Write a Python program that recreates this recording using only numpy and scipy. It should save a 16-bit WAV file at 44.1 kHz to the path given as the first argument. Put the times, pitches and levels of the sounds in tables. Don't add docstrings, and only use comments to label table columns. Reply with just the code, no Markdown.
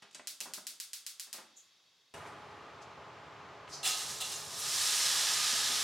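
import sys
import numpy as np
from scipy import signal
from scipy.fft import rfft, irfft, next_fast_len
from scipy.io import wavfile
from scipy.ndimage import uniform_filter1d

SR = 44100
rng = np.random.default_rng(int(sys.argv[2]) if len(sys.argv) > 2 else 0)


def store_wav(level_fs):
    pcm = np.round(np.clip(np.atleast_2d(level_fs), -1, 1) * 32767)
    wavfile.write(sys.argv[1], SR, pcm.T.astype(np.int16))


N = 257103
TIME = np.arange(N) / SR
LEFT_RIGHT = np.array([[1], [-1]])
ROAR_START_S = 2.139

# start_s, level_db
RICE_CLUMPS = [(3.85, -37), (3.96, -41), (4.075, -43.5), (4.235, -42.5), (4.29, -44)]
# pitch_hz, level_db
SIZZLE_SPECTRUM = [(150, -49), (400, -30), (700, -15), (1000, -11.5), (1500, -9.5), (1900, -7.5),
                   (2300, -9), (2700, -6.5), (3700, -3), (5200, -1), (7000, -3), (10000, -8),
                   (13000, -16.5), (16000, -29.5)]
# time_s, tilt_db
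SIZZLE_TILT = [(3.9, 1), (4.3, 4.5), (4.95, 1), (5.3, -3.5)]
# pitch_hz, width_hz, lift_db
POT_MODES = [(435, 40, 5), (1238, 65, 9.5), (1674, 32, 8.5), (1780, 60, 3), (2600, 70, 3), (2930, 70, 3),
             (3187, 35, 4), (3346, 28, 6), (3526, 28, 6.5), (3755, 45, 5), (3912, 30, 6.5), (4086, 22, 5.5),
             (4258, 40, 3), (4454, 35, 3.5), (5124, 40, 4), (5335, 55, 4), (5669, 40, 3), (5849, 25, 3),
             (7603, 30, 4), (8708, 45, 3)]
# pitch_hz, left_minus_right_db
POT_BALANCE = [(300, -1), (2400, -0.5), (4400, -1.5), (8000, -2), (14000, 3)]
# start_s, knock_db, flow_db, rise_s, hold_s, t60_s
STRAINER_JOLTS = [(3.83, -47, -30.5, 0.025, 0.021, 0.37), (4.202, -52, -33, 0.0098, .003, .11),
                  (4.314, -59, -40.5, 0.0052, .003, .08)]
# pitch_hz, level_db, t60_s
STRAINER_MODES = [(760, -3, .15), (1264, -5, .3), (2733, 1, .28), (2787, 2, .3), (3020, -3, .25),
                  (3377, 0, .25), (3472, -1, .2), (3546, -1, .2), (3750, -3, .2), (4008, 1, .25),
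                  (4143, 2, .3), (4450, -2, .2), (5103, 0, .3), (6146, -2, .22), (6567, -2, .22),
                  (7360, -1, .22), (7800, -6, .2), (8705, -3, .2), (9150, -4, .2), (10200, -7, .15),
                  (12000, -13, .12)]
# pitch_hz, level_db
RATTLE_SPECTRUM = [(290, -50), (500, -17), (761, -11), (1160, -10), (1280, 1), (1440, -8), (2070, -3),
                   (4030, -1), (4400, -4.5), (8960, -1), (16000, -17.5)]
# delay_s, level_db
SPARK_ECHOES = [(.00041, -.5), (.0031, -13), (.0067, -11)]
# pitch_hz, level_db
SPARK_SPECTRUM = [(150, -45), (450, -39), (750, -21), (1050, -17), (1400, -9.5), (2400, -5.5), (3300, -1.5),
                  (4300, 2), (5400, 2.5), (6600, 1), (8500, 0), (11000, -1.5), (16000, -10)]
# start_s, level_db, t60_s
KNOB_CLICKS = [(.022, -58, 0.089), (.111, -55.5, 0.025), (.128, -61, .1), (0.1466, -42.5, 0.063),
               (.280, -35, 0.0057), (.41, -31.5, 0.011)]
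# start_s, level_db, highest_hz, t60_s
DULL_KNOCKS = [(.022, -52, 3700, .16), (.150, -56, 2000, 0.14), (.195, -47.5, 2600, 0.075),
               (.41, -55.5, 1350, .2), (.457, -49.5, 1600, 0.23), (.577, -47.5, 1540, 0.062),
               (.586, -56, 450, 0.03), (1.269, -63, 2000, .2), (1.339, -53.5, 2500, 0.36),
               (1.383, -50.5, 2250, 0.14), (2.251, -48.5, 1800, 0.21), (3.677, -46, 3000, .034),
               (5.527, -48, 440, .058), (5.695, -46, 486, 0.081)]
# pitch_hz, level_db, t60_s
CLINK_MODES = [(2870, -54, 0.23), (3720, -55, 0.16)]
# peak_s, level_db, pitch_hz, width_hz, rise_s, t60_s
SCUFFS = [(1.578, -54, 6800, 1100, .0084, 0.24), (1.572, -66, 5960, 8500, 0.0054, 0.49),
          (2.275, -61.5, 6100, 5200, 0.0092, 0.23), (2.828, -59, 5500, 2800, 0.0086, 0.15),
          (3.705, -57.5, 6000, 4500, 0.011, 1), (3.745, -44.5, 5280, 2100, 0.014, .41),
          (4.363, -38, 6770, 700, .002, 0.037), (4.605, -43, 9050, 4700, 0.018, 0.19)]
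# pitch_hz, level_db
ROAR_SPECTRUM = [(25, -30), (48, -32), (65, -5.5), (90, -0.5), (150, -0.5), (200, -6), (420, -2),
                 (1150, -0.5), (1700, -5.5), (3000, -11), (4500, -17.5), (7000, -25.5), (10000, -45),
                 (16000, -71)]
# pitch_hz, width_hz, lift_db
ROAR_MODES = [(149, 9.5, 6), (414, 19, 8), (669, 19, 7), (837, 19, 9), (1038, 73, 4), (1226, 96, 4.5)]
# time_s, level_db
GAS_LEVEL = [(0, -69.5), (.3, -67.5), (1.5, -65.5), (2.13, -71.5)]
# pitch_hz, level_db
GAS_SPECTRUM = [(300, -51), (900, -9), (1600, -1.5), (2500, -3), (3500, 3.5), (5200, 2.5), (7000, -4),
                (9000, -25), (11000, -18), (16000, -32)]
# pitch_hz, width_hz, lift_db
GAS_WHISTLES = [(1100, 170, 9), (2080, 130, 4), (2630, 130, 8), (3330, 120, 9.5), (3740, 130, 9),
                (4544, 69, 9), (4750, 90, -1), (5600, 120, 3), (11100, 220, 7)]
# pitch_hz, level_db
ROOM_TONE_SPECTRUM = [(25, -24), (60, -10), (110, 2.5), (250, 1.5), (700, 4), (2000, -3), (6000, -4.5),
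                      (16000, -17)]
# pitch_hz, t60_s
KITCHEN_DECAY = [(150, 0.67), (1300, 0.4), (3500, 0.3), (9000, .3), (15000, 0.2)]
# pitch_hz, side_against_mid_db
STEREO_WIDTH = [(60, -44), (130, -25), (300, -14.5), (700, -13.5), (1500, -12), (2500, -13), (4400, -10),
                (8000, -6.5), (15000, -3)]


def sizzle(tail, split_hz=5000, spits_db=-5, spits_fade_db_per_s=7.5):
    bubbles = stereo_grains(20000, spread_db=3.0, side_db=-6.5)
    fizz = rms_one(colour(bubbles, SIZZLE_SPECTRUM, POT_MODES))
    pops = in_room(grains(350, spread_db=2.4), tail, wet_db=-1.0)
    spits = rms_one(colour(pops, SIZZLE_SPECTRUM, POT_MODES))
    frying_s = np.maximum(TIME - RICE_CLUMPS[0][0], 0)
    spits_gain = from_db(spits_db - spits_fade_db_per_s * frying_s)
    boil = steam_rate() * (fizz + spits_gain * spits)
    lows = signal.sosfiltfilt(signal.butter(1, split_hz, fs=SR, output="sos"), boil)
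    tilt = from_db(in_time(SIZZLE_TILT) / 2)
    return lows / tilt + (boil - lows) * tilt


def steam_rate(boil_s=4.697, boil_db=-29, rise_s=0.095, ease_db_per_s=3):
    flares = [from_db(db) * swell(s, rise_s=0.016, hold_s=0.032, t60_s=1) for s, db in RICE_CLUMPS]
    since = TIME - boil_s
    heap = from_db(boil_db - ease_db_per_s * since) / (1 + np.exp(-since / rise_s))
    return np.sqrt(heap ** 2 + sum(flare ** 2 for flare in flares))


def strainer(tail, rattle_db=-3.0, rub_db=-14.0):
    flow = sum(from_db(db) * swell(s, rise, hold, t60) for s, _, db, rise, hold, t60 in STRAINER_JOLTS)
    rice = stereo_grains(9000, spread_db=0.5, side_db=-2.5)
    rattle = flow * rms_one(colour(rice, RATTLE_SPECTRUM))
    taps = impulses([jolt[:2] for jolt in STRAINER_JOLTS])
    flow_rms = np.sqrt(np.mean(flow ** 2))
    steel = 0
    for hz, db, t60 in STRAINER_MODES:
        rubbed = flow_rms * rms_one(ring(flow * grains(3000, spread_db=3.0), hz, t60))
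        struck = ring(taps, hz, t60) * rng.choice([-1, 1])
        steel += from_db(db) * (from_db(rub_db) * rubbed + struck)
    return from_db(rattle_db) * rattle + in_room(steel, tail, wet_db=-12.0)


def igniter(tail, first_s=.2724, period_s=.13213, count=9, sag_db_per_s=1.95):
    sparks = impulses([(first_s + s, -20.5 - sag_db_per_s * s) for s in period_s * np.arange(count)])
    bright_snap = -band(sparks, low_hz=3270, high_hz=10100)
    low_crack = from_db(-12.5) * band(sparks, low_hz=920, high_hz=1850)
    snap = bright_snap + low_crack
    echoes = sum(from_db(db) * np.interp(TIME - delay, TIME, snap) for delay, db in SPARK_ECHOES)
    room = reverberation(colour(sparks, SPARK_SPECTRUM), tail)
    return from_db(8.0) * (snap + echoes) + from_db(13.5) * room


def knocks(tail, click_band_hz=(2300, 8600), knock_low_hz=186):
    bright = sum(clatter(s, db, *click_band_hz, t60) for s, db, t60 in KNOB_CLICKS)
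    dull = sum(clatter(s, db, knock_low_hz, high_hz, t60) for s, db, high_hz, t60 in DULL_KNOCKS)
    clink = sum(ring(impulses([(ROAR_START_S, db)]), hz, t60) for hz, db, t60 in CLINK_MODES)
    return in_room(bright + dull + clink, tail, wet_db=-2.5)


def clatter(start_s, db, low_hz, high_hz, t60):
    t = TIME[:SR // 4]
    fade = from_db(-60 * t / t60)
    burst = rms_one(band(rng.standard_normal(len(t)) * fade, low_hz, high_hz, order=3))
    burst *= from_db(db) * np.sqrt(np.mean(fade ** 2))
    start, out = int(start_s * SR), np.zeros(N)
    out[start:start + len(t)] = burst[:N - start]
    return out


def scuffs():
    out, noise = np.zeros((2, N)), diffuse()
    for peak_s, db, hz, width, rise, t60 in SCUFFS:
        span = slice(int((peak_s - .1) * SR), int((peak_s + .5) * SR))
        t = TIME[span] - peak_s
        shape_db = np.where(t < 0, -4 * (t / rise) ** 2, -60 * t / t60)
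        low_hz = np.hypot(hz, width / 2) - width / 2
        out[:, span] += from_db(db + shape_db) * rms_one(band(noise[:, span], low_hz, low_hz + width))
    return out


def burner_and_hood(steady_db=-51, surge_db=4.5, settle_s=0.13, hiss_db=-56, hiss_settle_s=0.044):
    since = np.maximum(TIME - ROAR_START_S, 0)
    roar = rms_one(colour(diffuse(side_db=-0.5), ROAR_SPECTRUM, ROAR_MODES))
    roar_gain = from_db(steady_db + surge_db * np.exp(-since / settle_s))
    hiss = rms_one(band(diffuse(), low_hz=4200, high_hz=9900))
    hiss_gain = from_db(hiss_db) / (1 + (since / hiss_settle_s) ** 1.24)
    return (TIME > ROAR_START_S) * (roar_gain * roar + hiss_gain * hiss)


def gas_jet():
    hiss = rms_one(colour(diffuse(), GAS_SPECTRUM, GAS_WHISTLES))
    return (TIME <= ROAR_START_S) * from_db(in_time(GAS_LEVEL)) * hiss


def room_tone(level_db=-77.5):
    return from_db(level_db) * rms_one(colour(diffuse(), ROOM_TONE_SPECTRUM))


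def kitchen_tail():
    size = SR // 2
    t, hz = TIME[:size], np.arange(size // 2 + 1) * SR / size
    noise, tail = rfft(diffuse(size=size, side_db=0.5)), 0
    for centre, t60 in KITCHEN_DECAY:
        share = at_hz([(f, f == centre) for f, _ in KITCHEN_DECAY], hz)
        tail += irfft(noise * share, size) * from_db(-60 * t / t60)
    spectrum = rfft(tail)
    power = uniform_filter1d(np.mean(np.abs(spectrum) ** 2, axis=0), size=21)
    even_tail = irfft(spectrum / np.sqrt(power), size)
    return rms_one(even_tail * (t > .001) * (t < .45)) / np.sqrt(size)


def reverberation(x, tail):
    return signal.fftconvolve(np.atleast_2d(x), tail, axes=1)[:, :N]


def in_room(x, tail, wet_db):
    return x + from_db(wet_db) * reverberation(x, tail)


def diffuse(size=N, side_db=0):
    mid, side = rng.standard_normal((2, size))
    return rms_one(mid + from_db(side_db) * LEFT_RIGHT * colour(side, STEREO_WIDTH))


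def stereo_grains(per_s, spread_db, side_db):
    mid, side = grains(per_s, spread_db), grains(per_s, spread_db)
    return mid + from_db(side_db) * LEFT_RIGHT * colour(side, STEREO_WIDTH)


def grains(per_s, spread_db):
    sizes = from_db(spread_db * np.minimum(rng.exponential(1, N), 4)) * rng.choice([-1, 1], N)
    return rms_one(sizes * (rng.random(N) < per_s / SR))


def impulses(rows):
    out = np.zeros(N)
    for s, db in rows:
        out[int(s * SR)] += from_db(db)
    return out


def swell(start_s, rise_s, hold_s, t60_s):
    since = TIME - start_s
    decay_db = -60 * np.clip((since - rise_s - hold_s) / t60_s, 0, 3)
    return np.clip(since / rise_s, 0, 1) * from_db(decay_db)


def ring(x, hz, t60):
    radius, angle = from_db(-60 / (t60 * SR)), 2 * np.pi * hz / SR
    return signal.lfilter([0, np.sin(angle)], [1, -2 * radius * np.cos(angle), radius ** 2], x + 1e-18)


def colour(x, spectrum, resonances=()):
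    size = next_fast_len(x.shape[-1], real=True)
    hz = np.arange(size // 2 + 1) * SR / size
    peaks_db = sum(lift / (1 + (2 * (hz - f) / width) ** 2) for f, width, lift in resonances)
    return irfft(rfft(x, size) * from_db(at_hz(spectrum, hz) + peaks_db), size)[..., :x.shape[-1]]


def band(x, low_hz, high_hz, order=2):
    return signal.sosfilt(signal.butter(order, [low_hz, high_hz], "band", fs=SR, output="sos"), x + 1e-18)


def at_hz(curve, hz):
    pitches, values = np.transpose(curve)
    return np.interp(np.log(np.maximum(hz, 1)), np.log(pitches), values)


def in_time(curve):
    return np.interp(TIME, *np.transpose(curve))


def from_db(db):
    return 10 ** (np.asarray(db) / 20)


def rms_one(x):
    return x / np.sqrt(np.mean(x ** 2) + 1e-20)


def scene():
    tail = kitchen_tail()
    left, right = sizzle(tail) + strainer(tail)
    pot = np.array([colour(left, [(hz, db / 2) for hz, db in POT_BALANCE]),
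                    colour(right, [(hz, -db / 2) for hz, db in POT_BALANCE])])
    return pot + igniter(tail) + knocks(tail) + scuffs() + room_tone() + gas_jet() + burner_and_hood()


def record(dry):
    cutoff_hz = 16100
    return signal.sosfilt(signal.ellip(10, .1, 80, cutoff_hz, fs=SR, output="sos"), dry)


dry = scene()
out = record(dry)
store_wav(out)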